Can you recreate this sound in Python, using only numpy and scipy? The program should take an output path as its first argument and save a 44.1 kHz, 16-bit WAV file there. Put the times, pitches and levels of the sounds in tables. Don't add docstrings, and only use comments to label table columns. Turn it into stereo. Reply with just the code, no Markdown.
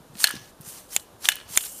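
import sys
import numpy as np
from scipy import signal
from scipy.fft import rfft, irfft, next_fast_len
from scipy.io import wavfile
from scipy.ndimage import uniform_filter1d, minimum_filter1d, map_coordinates

SR = 44100
rng = np.random.default_rng(int(sys.argv[2]) if len(sys.argv) > 2 else 0)


def transcribe(u):
    v = np.clip(np.atleast_2d(u).T, -1, 1)
    q = np.round(v * 32767).astype(np.int16)
    wavfile.write(sys.argv[1], SR, q)


N = 79380


def amp(db):
    return 10 ** (np.asarray(db) / 20)


def unit(x):
    return x / np.sqrt(np.mean(x ** 2) + 1e-20)


def fade(t, t60):
    return np.exp(-np.log(1000) * t / t60)


def tilted(hz, tilt_db):
    return amp(tilt_db * np.log2(np.maximum(hz, 1500) / 4000))


def filtered(x, response):
    n = x.shape[-1]
    padded = next_fast_len(n + 8192)
    spectrum = rfft(x, padded) * response(np.fft.rfftfreq(padded, 1 / SR))
    return irfft(spectrum, padded)[..., :n]


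def noise(spectrum, size, tilt_db=0):
    f, db = np.transpose(spectrum)

    def colour(hz):
        return amp(np.interp(np.log(hz + 1), np.log(f + 1), db)) * tilted(hz, tilt_db)

    return unit(filtered(rng.standard_normal(size), colour))


def patchy(x, depth_db):
    z = signal.stft(x, nperseg=256)[2]
    field = uniform_filter1d(rng.standard_normal(z.shape), size=4, axis=0)
    field = uniform_filter1d(field, size=10, axis=1)
    return signal.istft(z * amp(depth_db * unit(field)), nperseg=256)[1][:N]


def add(track, s, sound):
    part = track[round(s * SR):][:len(sound)]
    part += sound[:len(part)]


# (per Hz, relative)
AIR_COLOUR = [(15, -33), (25, 8.5), (93, -3.5), (318, -7), (450, -6.5), (833, -11.5), (903, -12.5),
              (1030, -12), (1350, -16), (1460, -16.5), (2180, -25), (3730, -23.5), (4870, -26.5),
              (12800, -26.5), (15000, -37)]
AIR_DB = -50
AIR_SIDE_DB = -21


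def air():
    mid = amp(AIR_DB) * noise(AIR_COLOUR, N)
    side = amp(AIR_DB + AIR_SIDE_DB) * noise(AIR_COLOUR, N)
    return np.array([mid + side, mid - side])


# t/s, level/dB (before doubling), f/Hz, t60/s
THUD_EVENTS = [(.004, -43, 152, 0.036), (0.1, -43.5, 139, 0.097), (.133, -40.5, 125.3, 0.061),
               (0.155, -37, 192, 0.033), (0.2395, -49, 200, 0.032), (0.3392, -26.5, 270, 0.015),
               (0.3547, -33, 195, 0.035), (0.368, -36, 130, 0.058), (0.409, -44, 113, 0.1),
               (0.602, -33.5, 143.5, 0.038), (.674, -37.5, 138, 0.039), (1.134, -47, 112, 0.11),
               (1.455, -44.5, 89, 0.095), (1.504, -38.5, 127, 0.046)]
THUD_RISE_S = 0.00086


def thuds():
    out, t = np.zeros(N), np.arange(SR // 4) / SR
    onset = 1 - np.exp(-t / THUD_RISE_S)
    for s, db, hz, t60 in THUD_EVENTS:
        bump = np.sin(2 * np.pi * hz * t) * fade(t, t60) * onset
        add(out, s, 2 * amp(db) * bump)
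    return out


# t/s, hiss level/dB, hollow midrange level/dB
GRIP_STROKES = [
    [(.14, -60, -70), (.185, -46.5, -49.5), (.203, -30.5, -41.5), (.24, -29, -35), (.26, -41, -43),
     (.33, -65, -44), (.5, -57.5, -60.5)],
    [(.62, -56, -59.5), (.665, -45.5, -51.5), (.69, -38.5, -46.5), (.715, -42.5, -52), (.79, -46.5, -50),
     (.86, -58.5, -65)],
    [(.875, -65, -72), (.905, -49, -53.5), (.932, -38, -42), (.96, -34, -50.5), (.98, -47, -52),
     (1.02, -49, -81), (1.07, -69, -64)],
    [(1.2, -59, -66), (1.225, -45.5, -49), (1.255, -31.5, -31.5), (1.28, -36.5, -41.5), (1.305, -42, -46),
     (1.345, -85, -51)],
    [(1.465, -67, -57), (1.495, -44.5, -50), (1.55, -35.5, -39), (1.6, -34.5, -78), (1.66, -36, -40.5),
     (1.71, -41.5, -59), (1.8, -41, -56)],
]
# (per Hz, relative)
HISS_COLOUR = [(1760, -45), (3000, 4), (3610, -13), (4090, -13), (7430, 0.5), (8010, 0), (8640, 0),
               (11000, -3.5), (12300, -5), (14800, -8.5), (15500, -14.5)]
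# (per Hz, relative)
HOLLOW_COLOUR = [(300, -25.5), (900, -3), (1600, -3), (2200, -3), (3200, -3), (4300, -0.5), (6300, 1),
                 (8000, -25), (14000, -14.5)]
HISS_EDGE_HZ = 5800
PATCH_DB = 1.6
GRIT_DB, GRIT_RATE = 1.5, 260


def slide():
    t = np.arange(N) / SR
    hiss_gain, hollow_gain = np.zeros(N), np.zeros(N)
    for stroke in GRIP_STROKES:
        s, hiss_db, hollow_db = np.transpose(stroke)
        to_edge = np.minimum(t - s[0], s[-1] - t)
        inside = np.clip(to_edge / .02 + 1, 0, 1)
        hiss_gain += inside * amp(np.interp(t, s, hiss_db))
        hollow_gain += inside * amp(np.interp(t, s, hollow_db))
    hiss = patchy(noise(HISS_COLOUR, N), PATCH_DB)
    hiss = unit(filtered(hiss, lambda hz: hz ** 2 / (hz ** 2 + HISS_EDGE_HZ ** 2)))
    hollow = patchy(noise(HOLLOW_COLOUR, N), PATCH_DB)
    roughness = map_coordinates(rng.standard_normal(N // 10), [t * GRIT_RATE], mode="wrap")
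    grit = unit(amp(GRIT_DB * roughness))
    return grit * (hiss_gain * hiss + hollow_gain * hollow)


# t/s, level/dB, tilt/dB per octave, t60/s
RATTLE_EVENTS = [(0.1536, -35.5, -6.5, 0.013), (0.2032, -30.5, -1, 0.016), (0.2712, -18.5, -1, .022),
                 (0.2847, -27, -16, 0.023), (0.291, -26, 7, .03), (0.3052, -27.5, -16, 0.038),
                 (0.3097, -25, 7, .015), (0.354, -35.5, 2, 0.027), (.3655, -36.5, -3, 0.03),
                 (0.61, -39, 13, 0.036), (.6175, -30, 24, .008), (.692, -42.5, -11, 0.01),
                 (0.7223, -41, 9, .01), (0.9747, -36, 5, .012), (.997, -40, 2, 0.035),
                 (1.2552, -17, -2.5, 0.011), (1.296, -20, 17, 0.036), (1.3184, -21.5, -4.5, 0.028),
                 (1.3565, -19.5, 14, 0.0075), (1.367, -31.5, -3, 0.009), (1.386, -38.5, -11, 0.025),
                 (1.4005, -38.5, -7, 0.027), (1.4125, -40, -9, 0.024), (1.5597, -21, -1, 0.0091),
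                 (1.5785, -17, -15, 0.0035), (1.608, -29.5, 2, 0.038), (1.638, -34.5, -4, .04),
                 (1.651, -27, 17, 0.028), (1.665, -32, 14, .02)]
# (per Hz, relative)
RATTLE_COLOUR = [(200, -40.5), (800, -18.5), (1500, 0.5), (2200, -2.5), (3200, 4.5), (4300, 6),
                 (5500, -5.5), (8500, -1), (12000, -7.5), (15000, -15.5)]


def rattles():
    out, t = np.zeros(N), np.arange(SR // 10) / SR
    for s, db, tilt_db, t60 in RATTLE_EVENTS:
        burst = noise(RATTLE_COLOUR, len(t), tilt_db) * fade(t, t60)
        add(out, s, amp(db) * burst)
    return out


CRUMB_START_S, CRUMB_SPREAD_S, CRUMB_T60 = 0.17, 0.14, 0.011
CRUMB_DB, CRUMB_SCATTER_DB = -39.5, 3


def crumbs(count=30):
    out, t = np.zeros(N), np.arange(SR // 50) / SR
    for wait, size, tilt_db in rng.standard_normal((count, 3)):
        wait = abs(wait)
        tick = noise(RATTLE_COLOUR, len(t), tilt_db) * fade(t, CRUMB_T60)
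        level = amp(CRUMB_DB + CRUMB_SCATTER_DB * size) * np.exp(-wait / 2)
        add(out, CRUMB_START_S + CRUMB_SPREAD_S * wait, level * tick)
    return out


STRIKE_PLACES = ["full claws", "empty claws", "latch"]
WANDER_RATE = 120


def ring(modes, place, t, length, wander):
    column, out = STRIKE_PLACES.index(place), np.zeros(len(t))
    for k, (hz, t60, *levels) in enumerate(modes):
        drift = map_coordinates(rng.standard_normal(len(t) // 100), [t * WANDER_RATE])
        sine = np.sin(2 * np.pi * hz * t + wander * drift)
        polarity = (-1) ** k
        out += polarity * amp(levels[column]) * fade(t, t60 * length) * sine
    return out


# t/s, place struck, level/dB, length of the blow (factor), ring level/dB
BLOW_EVENTS = [(.2413, "full claws", 3.5, 1.31, -31.5), (0.2751, "full claws", -16, 0.9, -40.5),
               (0.9636, "latch", -2.5, 0.87, -50.5), (1.2877, "empty claws", 2, 1.2, -32),
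               (1.3221, "empty claws", -21, 1.5, -51), (1.5744, "latch", 2, 0.96, -40.5)]
# f/Hz, t60/s (before the length factor), level/dB for each place
HEAD_MODES = [(850, .005, -28, -18, -34), (1480, .014, -15, -14, -32), (1690, .015, -11, -9, -26),
              (2150, .008, -18, -10, -17), (2650, .009, -13, -9, -13), (3600, .008, -13, -6, -12),
              (4290, .01, -1, -17, -16), (6600, .006, -9, -9, -3), (7050, .008, -18, -20, -1),
              (7500, .008, -14, -11, -4), (8400, .011, -9, -15, -18), (10300, .005, -6, -9, -9),
              (11900, .006, -10, -8, -17), (14000, .005, -7, -16, -13)]
# f/Hz, t60/s, level/dB for each place
SHAFT_MODES = [(1405, .34, -12, -15, -25), (1696, .46, 0, -9, -18), (2939, .38, -4, -3, -3),
               (2972, .18, -11, 3, -7), (3500, .16, -13, -8, -5), (4215, .34, -4, -11, -12),
               (4452, .38, -9, -15, -14), (5798, .25, -18, -18, -18), (6900, .12, -16, -11, -7),
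               (8400, .14, -6, -11, -8), (8630, .14, -7, -16, -6), (9259, .1, -12, -7, -12)]
# (per Hz, relative)
CRACK_COLOUR = [(100, -32), (400, -17), (900, -7), (1700, -2), (3000, 1), (4200, 0), (5000, -4), (6000, 0),
                (10000, 1), (15000, -1)]
# (per Hz, relative)
SHUDDER_COLOUR = [(200, -40), (800, -2.5), (1200, -11.5), (1650, -2), (2200, -0.5), (3000, 4.5), (3600, 0),
                  (4350, -20), (5200, -4), (7000, -7.5), (8500, -2.5), (12000, -12.5), (15000, -13)]
RING_S, RING_WANDER = .7, .7
CRACK_DB, CRACK_T60 = -8, .01
SHUDDER_DB, SHUDDER_T60 = -20.5, 0.042
TAIL_DB, TAIL_T60 = -3, 0.46


def clacks():
    out, t = np.zeros(N), np.arange(int(RING_S * SR)) / SR
    for s, place, db, length, ring_db in BLOW_EVENTS:
        contact = ring(HEAD_MODES, place, t, length, wander=0)
        crack = amp(CRACK_DB) * noise(CRACK_COLOUR, len(t)) * fade(t / length, CRACK_T60)
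        shudder = amp(SHUDDER_DB) * noise(SHUDDER_COLOUR, len(t)) * fade(t / length, SHUDDER_T60)
        shaft = ring(SHAFT_MODES, place, t, 1, RING_WANDER)
        tail = amp(TAIL_DB) * noise(SHUDDER_COLOUR, len(t)) * fade(t, TAIL_T60)
        blow = amp(db) * (contact + crack + shudder)
        add(out, s, blow + amp(ring_db) * (shaft + tail))
    return out


SQUEAK_S, SQUEAK_HZ, SQUEAK_DB, SQUEAK_WIDTH_S = 1.568, 9240, -18.5, 0.0034


def squeak():
    t = np.arange(N) / SR - SQUEAK_S
    bell = np.exp(-(t / SQUEAK_WIDTH_S) ** 2)
    return amp(SQUEAK_DB) * bell * np.sin(2 * np.pi * SQUEAK_HZ * t)


BLUR_DB, BLUR_T60 = -29, .03


def width_blur(x):
    t = np.arange(SR // 20) / SR
    blur = rng.standard_normal((2, len(t))) * fade(t, BLUR_T60)
    blur /= np.linalg.norm(blur[0])
    return amp(BLUR_DB) * signal.fftconvolve(x[None], blur, axes=1)[:, :N]


def scene():
    tool = slide() + rattles() + crumbs() + clacks() + squeak()
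    return air() + thuds() + tool + width_blur(tool)


LIMIT, LIMITER_S = 1.64, .0007
NOTCH_HZ, NOTCH_WIDTH_HZ, NOTCH_DEPTH = 7880, 150, .85
LOW_CUT_HZ, TOP_HZ = 156, 15300


def record(dry):
    size = int(LIMITER_S * SR)
    needed = 1 / np.maximum(np.abs(dry).max(axis=0) / LIMIT, 1)
    gain = uniform_filter1d(minimum_filter1d(needed, size), size)

    def notch(hz):
        band = 1j * hz * NOTCH_WIDTH_HZ
        return 1 - NOTCH_DEPTH * band / (NOTCH_HZ ** 2 - hz ** 2 + band)

    def low_cut(hz):
        return 1j * hz / (LOW_CUT_HZ + 1j * hz)

    def top_cut(hz):
        return np.clip((TOP_HZ - hz) / 400 + .5, 0, 1)

    clipped = np.clip(gain * dry, -1, 1)
    coloured = filtered(clipped, lambda hz: notch(hz) * low_cut(hz))
    return filtered(np.clip(coloured, -1, 1), top_cut)


dry = scene()
out = record(dry)
transcribe(out)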